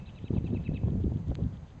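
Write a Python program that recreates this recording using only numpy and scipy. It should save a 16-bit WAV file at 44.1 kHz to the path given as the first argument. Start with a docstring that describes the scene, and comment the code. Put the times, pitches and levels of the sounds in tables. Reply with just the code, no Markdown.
"""Wind buffets a small camera's microphone on a rocky slope: gust rumble, flutter and the thumps of
single eddies over a steady wash of air. A distant songbird ends a run of down-slurred chirps, one voice
from each side of its syrinx, echoing faintly off the rocks. The lens motor whirrs and ticks softly at
a steady pace. Something small and dry, perhaps a twig, snaps close by."""
import sys
import numpy as np
from scipy import signal
from scipy.fft import rfft, irfft
from scipy.io import wavfile
from scipy.ndimage import uniform_filter1d

SR = 44100
rng = np.random.default_rng(int(sys.argv[2]) if len(sys.argv) > 2 else 0)


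def waveform_to_disk(signal):
    """Save audio, clipped to [-1, 1], as 16-bit WAV at the path in sys.argv[1]."""
    frames = np.transpose(np.atleast_2d(signal))
    scaled = np.clip(frames, -1, 1) * 32767
    samples = np.round(scaled).astype(np.int16)
    wavfile.write(sys.argv[1], SR, samples)


N = 79380
CUTOFF_HZ = 8250


def amp(db):
    """dB to gain."""
    return 10 ** (np.asarray(db) / 20)


def unit(x):
    """Scale to rms 1."""
    return x / np.sqrt(np.mean(x ** 2) + 1e-20)


def add(mix, start_s, sound):
    """Mix in at start_s, cropping any overhang."""
    at = round(start_s * SR)
    sound = sound[max(-at, 0):]
    part = mix[max(at, 0):][:len(sound)]
    part += sound[:len(part)]


def colour(points, hz):
    """Gain from (Hz, dB) points, interpolated in log frequency."""
    f, db = np.transpose(points)
    return amp(np.interp(np.log(hz + 1), np.log(f + 1), db))


def noise(gain):
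    """Noise of rms 1 with spectrum gain(Hz)."""
    return unit(irfft(rfft(rng.standard_normal(N)) * gain(np.fft.rfftfreq(N, 1 / SR)), N))


def drift(depth_db, rate_hz):
    """Randomly wandering gain; depth_db is rms."""
    return amp(depth_db * noise(lambda f: np.exp(-(f / rate_hz) ** 2)))


def smooth(x, samples):
    """Two-pass moving average."""
    return uniform_filter1d(uniform_filter1d(x, samples), samples)


def steadied(x, window_s=.023, share=.81):
    """Remove a share of a noise's chance swell."""
    power = smooth(x ** 2, int(window_s * SR))
    return unit(x / (abs(power) + 1e-6) ** (share / 2))


def wind():
    """Gust pressure on the microphone: lumpy rumble, with rougher flutter in the sharpest gusts."""
    # Gust pressure and flutter envelopes. Each row: time in seconds, level in dB.
    gust_levels = [(0, -38), (.06, -49), (.1, -44), (.16, -50), (.245, -38), (.29, -62), (.31, -35),
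                   (.38, -32), (.42, -39), (.53, -27.5), (.61, -36), (.665, -41.5), (.695, -32.5),
                   (.815, -38), (.845, -25.5), (.93, -26.5), (1.01, -32), (1.07, -33.5), (1.18, -29.5),
                   (1.265, -40), (1.305, -25.5), (1.355, -44), (1.42, -28.5), (1.5, -40.5), (1.58, -44),
                   (1.7, -58), (1.8, -45.5)]
    flutter_levels = [(0, -49.5), (.05, -66), (.2, -64), (.295, -55.5), (.32, -42), (.36, -33.5),
                      (.4, -54.5), (.45, -45), (.49, -48.5), (.545, -36), (.59, -51.5), (.665, -55),
                      (.715, -42), (.78, -55), (.825, -48), (.86, -42), (.96, -45), (1.02, -54.5),
                      (1.07, -49), (1.1, -45), (1.13, -44.5), (1.23, -56), (1.26, -60.5), (1.318, -37),
                      (1.355, -60), (1.4, -38), (1.48, -60.5), (1.6, -62), (1.8, -81)]
    # Buffeting spectrum before the band split. Each row: frequency in Hz, relative density in dB.
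    spectrum = [(20, -23.5), (32, -13.5), (45, -7), (62, -0.5), (100, 2), (165, -2.5), (240, -8.5),
                (330, -15), (450, -20.5), (600, -29.5), (900, -36), (1400, -50)]
    crossover_hz, flutter_top_hz, rumble_trim_db = 278.2, 1300, .5
    t = np.arange(N) / SR
    low_band = lambda f: 1 / np.sqrt(1 + (f / crossover_hz) ** 8)
    high_band = lambda f: np.sqrt(1 - low_band(f) ** 2) / (1 + (f / flutter_top_hz) ** 4)
    rumble = steadied(noise(lambda f: colour(spectrum, f) * low_band(f)))
    flutter = steadied(noise(lambda f: colour(spectrum, f) * high_band(f)))
    rumble = unit(rumble * drift(depth_db=2.5, rate_hz=16))
    flutter = unit(flutter * drift(depth_db=4.5, rate_hz=93))
    rumble_db = np.interp(t, *np.transpose(gust_levels)) + rumble_trim_db
    flutter_db = np.interp(t, *np.transpose(flutter_levels))
    return rumble * amp(rumble_db) + flutter * amp(flutter_db)


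def air(level_db=-50.5):
    """Steady wash of distant wind and faint hiss."""
    # Wash spectrum. Each row: frequency in Hz, relative density in dB.
    spectrum = [(25, -8.5), (60, 3), (130, -4.5), (250, -19), (450, -17), (800, -20), (1400, -28),
                (2500, -33.5), (3600, -38), (5000, -39.5), (6500, -39.5), (8200, -49.5)]
    wash = noise(lambda f: colour(spectrum, f))
    return amp(level_db) * unit(wash * drift(depth_db=.9, rate_hz=23))


def voice(shape, pitch_waver=.011, shimmer_db=2.5):
    """One side of the syrinx: a gliding, wavering whistle. Returns onset offset in seconds and sound."""
    ms, hz, db = np.transpose(shape)
    knots_s = ms / 1000
    t = np.arange(knots_s[0], knots_s[-1], 1 / SR)
    waver, shimmer = unit(smooth(rng.standard_normal((2, N // 10)), samples=70))[:, :len(t)]
    pitch_hz = np.interp(t, knots_s, hz) * (1 + pitch_waver * waver)
    envelope = amp(np.interp(t, knots_s, db) + shimmer_db * shimmer) * signal.windows.tukey(len(t), .1)
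    return knots_s[0], np.sqrt(2) * envelope * np.sin(2 * np.pi * np.cumsum(pitch_hz) / SR)


def bird(preroll_s=.25):
    """Swelling run of two-voiced chirps, already under way."""
    # Chirps. Each row: final down-slur time in seconds, lower voice gain in dB, upper voice gain in dB.
    chirps = [(-.003, -51.5, -64), (0.0944, -60.5, -61.5), (0.1879, -59.5, -62.5), (0.2821, -58.5, -62),
              (0.382, -58.5, -65), (0.4783, -57, -63.5), (0.5733, -54, -65.5), (0.676, -52, -63.5),
              (0.7735, -51, -60)]
    # Voice contours. Each row: time from the down-slur in ms, pitch in Hz, relative level in dB.
    lower = [(-40, 1550, -20), (-34, 1850, -13), (-31, 2500, -30), (-28, 3120, -8), (-24, 2690, -10),
             (-13, 2640, -3), (-6, 2590, 0), (-3, 2500, 0), (0, 2320, -2), (4, 2030, -8), (7, 1780, -20)]
    upper = [(-41, 3200, -16), (-33, 3780, 0), (-30, 3950, -6), (-27, 4080, -3), (-21, 3850, -6),
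             (-8, 3800, -6), (-4, 3580, -6), (1, 3120, 3), (4, 2900, 0), (8, 2650, -14)]
    preroll = round(preroll_s * SR)
    out = np.zeros(preroll + N)
    for slur_s, lower_db, upper_db in chirps:
        for shape, gain_db in ((lower, lower_db), (upper, upper_db)):
            offset_s, whistle = voice(shape)
            add(out, preroll_s + slur_s + offset_s, amp(gain_db) * whistle)
    return rock_echoes(out)[preroll:]


def rock_echoes(x, echo_db=-9.5, t60_s=.65, delay_s=.005, echoes_per_s=1500):
    """Direct sound plus scatter from boulders and trees."""
    t = np.arange(SR // 2) / SR
    taps = rng.standard_normal(len(t)) * (rng.random(len(t)) < echoes_per_s / SR)
    taps *= amp(-60 * t / t60_s) * (t > delay_s)
    return x + amp(echo_db) * signal.fftconvolve(x, taps / np.linalg.norm(taps))[:len(x)]


def lens_motor():
    """Each step: faint tick, short whirr, firmer tick at the stop."""
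    first_stop_s, period_s, whirr_s = .1047, .13335, .035
    ring_hz, half_width_hz, decay_s = 3280, 450, .00034
    start_db, whirr_db, stop_db = -59, -73.5, -52
    out, t = np.zeros(N), np.arange(SR // 100) / SR
    tick = np.sin(2 * np.pi * ring_hz * t) * t * np.exp(-t / decay_s)
    tick /= abs(tick).max()
    whirr = amp(whirr_db) * noise(lambda f: 1 / (1 + ((f - ring_hz) / half_width_hz) ** 4))
    for stop_s in np.arange(first_stop_s, N / SR, period_s):
        start_s = stop_s - whirr_s
        add(out, start_s, amp(rng.normal(start_db, 2)) * tick)
        add(out, start_s, whirr[round(start_s * SR):round(stop_s * SR)])
        add(out, stop_s, amp(rng.normal(stop_db, 1)) * tick)
    return out


def eddies():
    """Each eddy pushes and pulls on the microphone; smaller ones are quicker and reach higher."""
    # Pressure pulses. Each row: peak time in seconds, envelope peak in dB, centre in Hz,
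    # roundness (low: sharp thump, high: brief ring).
    thumps = [(0.243, -27, 183, 2.7), (0.3075, -16, 163, 2.2), (.339, -21, 173, 3.6), (.366, -17, 150, 5.2),
              (0.371, -30.5, 335, 3.2), (.384, -18, 74.8, 1.6), (0.41, -28.5, 159, 2),
              (0.444, -23, 160.6, 2.7), (0.538, -23.5, 244, 6.4), (.550, -36, 450, 2.8),
              (.570, -24.5, 185, 6), (0.693, -20.5, 172, 2.56), (0.719, -22.5, 200, 1.95),
              (.741, -26, 213, 8.9), (.883, -27.5, 317, 1.64), (0.921, -17, 121, 2.3),
              (.956, -30.5, 333, 4.1), (1.004, -32, 237, 2.5), (1.044, -21, 284, 16.6),
              (1.067, -28, 280, 4.5), (1.069, -22.5, 70, 23), (1.08, -22.5, 234, 6.6),
              (1.119, -29.5, 299, 2.4), (1.161, -19.5, 125, 2.8), (1.173, -35.5, 260, 9),
              (1.21, -28.5, 160, 27), (1.272, -36.5, 230, 2.73), (1.299, -32, 156, 2.6),
              (1.312, -24.5, 234, 6.8), (1.322, -33, 420, 5.1), (1.425, -21.5, 124, 4.8),
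              (1.468, -25, 105, 4.2)]
    out, t = np.zeros(N), np.arange(N) / SR
    for peak_s, peak_db, centre_hz, roundness in thumps:
        pulse = (1 - 2j * np.pi * centre_hz * (t - peak_s) / roundness) ** -(roundness + 1)
        phase_rad = 2 * np.pi * rng.random()
        out += amp(peak_db) * (pulse * np.exp(1j * phase_rad)).real
    return out


def snaps():
    """Two tiny dry cracks, then one sharp click with no ring."""
    # Cracks. Each row: start in seconds, peak in dB, treble tilt in dB per octave.
    cracks = [(1.283, -49.5, 15), (1.3466, -48, 10), (1.3535, -32.5, 0.5)]
    # Crack spectrum before tilt. Each row: frequency in Hz, relative level in dB.
    spectrum = [(300, -37), (900, -1.5), (1500, -2), (2800, -2), (4200, -1.5), (5400, -18.5), (6400, -9.5),
                (7300, -17), (8500, -19.5)]
    out, fft_size = np.zeros(N), 2048
    hz = abs(np.fft.fftfreq(fft_size, 1 / SR))
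    for start_s, peak_db, tilt_db_per_oct in cracks:
        tilt = amp(tilt_db_per_oct * np.log2(hz / CUTOFF_HZ + .01))
        gain = colour(spectrum, hz) * tilt / (1 + (hz / CUTOFF_HZ) ** 10)
        minimum_phase = np.exp(np.conj(signal.hilbert(np.log(gain))))  # energy packed at the onset
        click = np.fft.ifft(minimum_phase).real[:fft_size // 4]
        add(out, start_s, amp(peak_db) * click / abs(click).max())
    return out


def scene():
    """Mono mix: wind on the microphone, bird far behind it."""
    return (wind() + eddies() + air() + bird() + lens_motor() + snaps())[None]


def record(dry):
    """Camera response: narrow treble notch, then low-pass."""
    notch_hz = 5450
    notched = signal.lfilter(*signal.iirnotch(notch_hz, Q=9, fs=SR), dry)
    lowpass = signal.firwin(401, CUTOFF_HZ, window=("kaiser", 8), fs=SR)
    return signal.oaconvolve(notched, lowpass[None], "same")


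dry = scene()
out = record(dry)
waveform_to_disk(out)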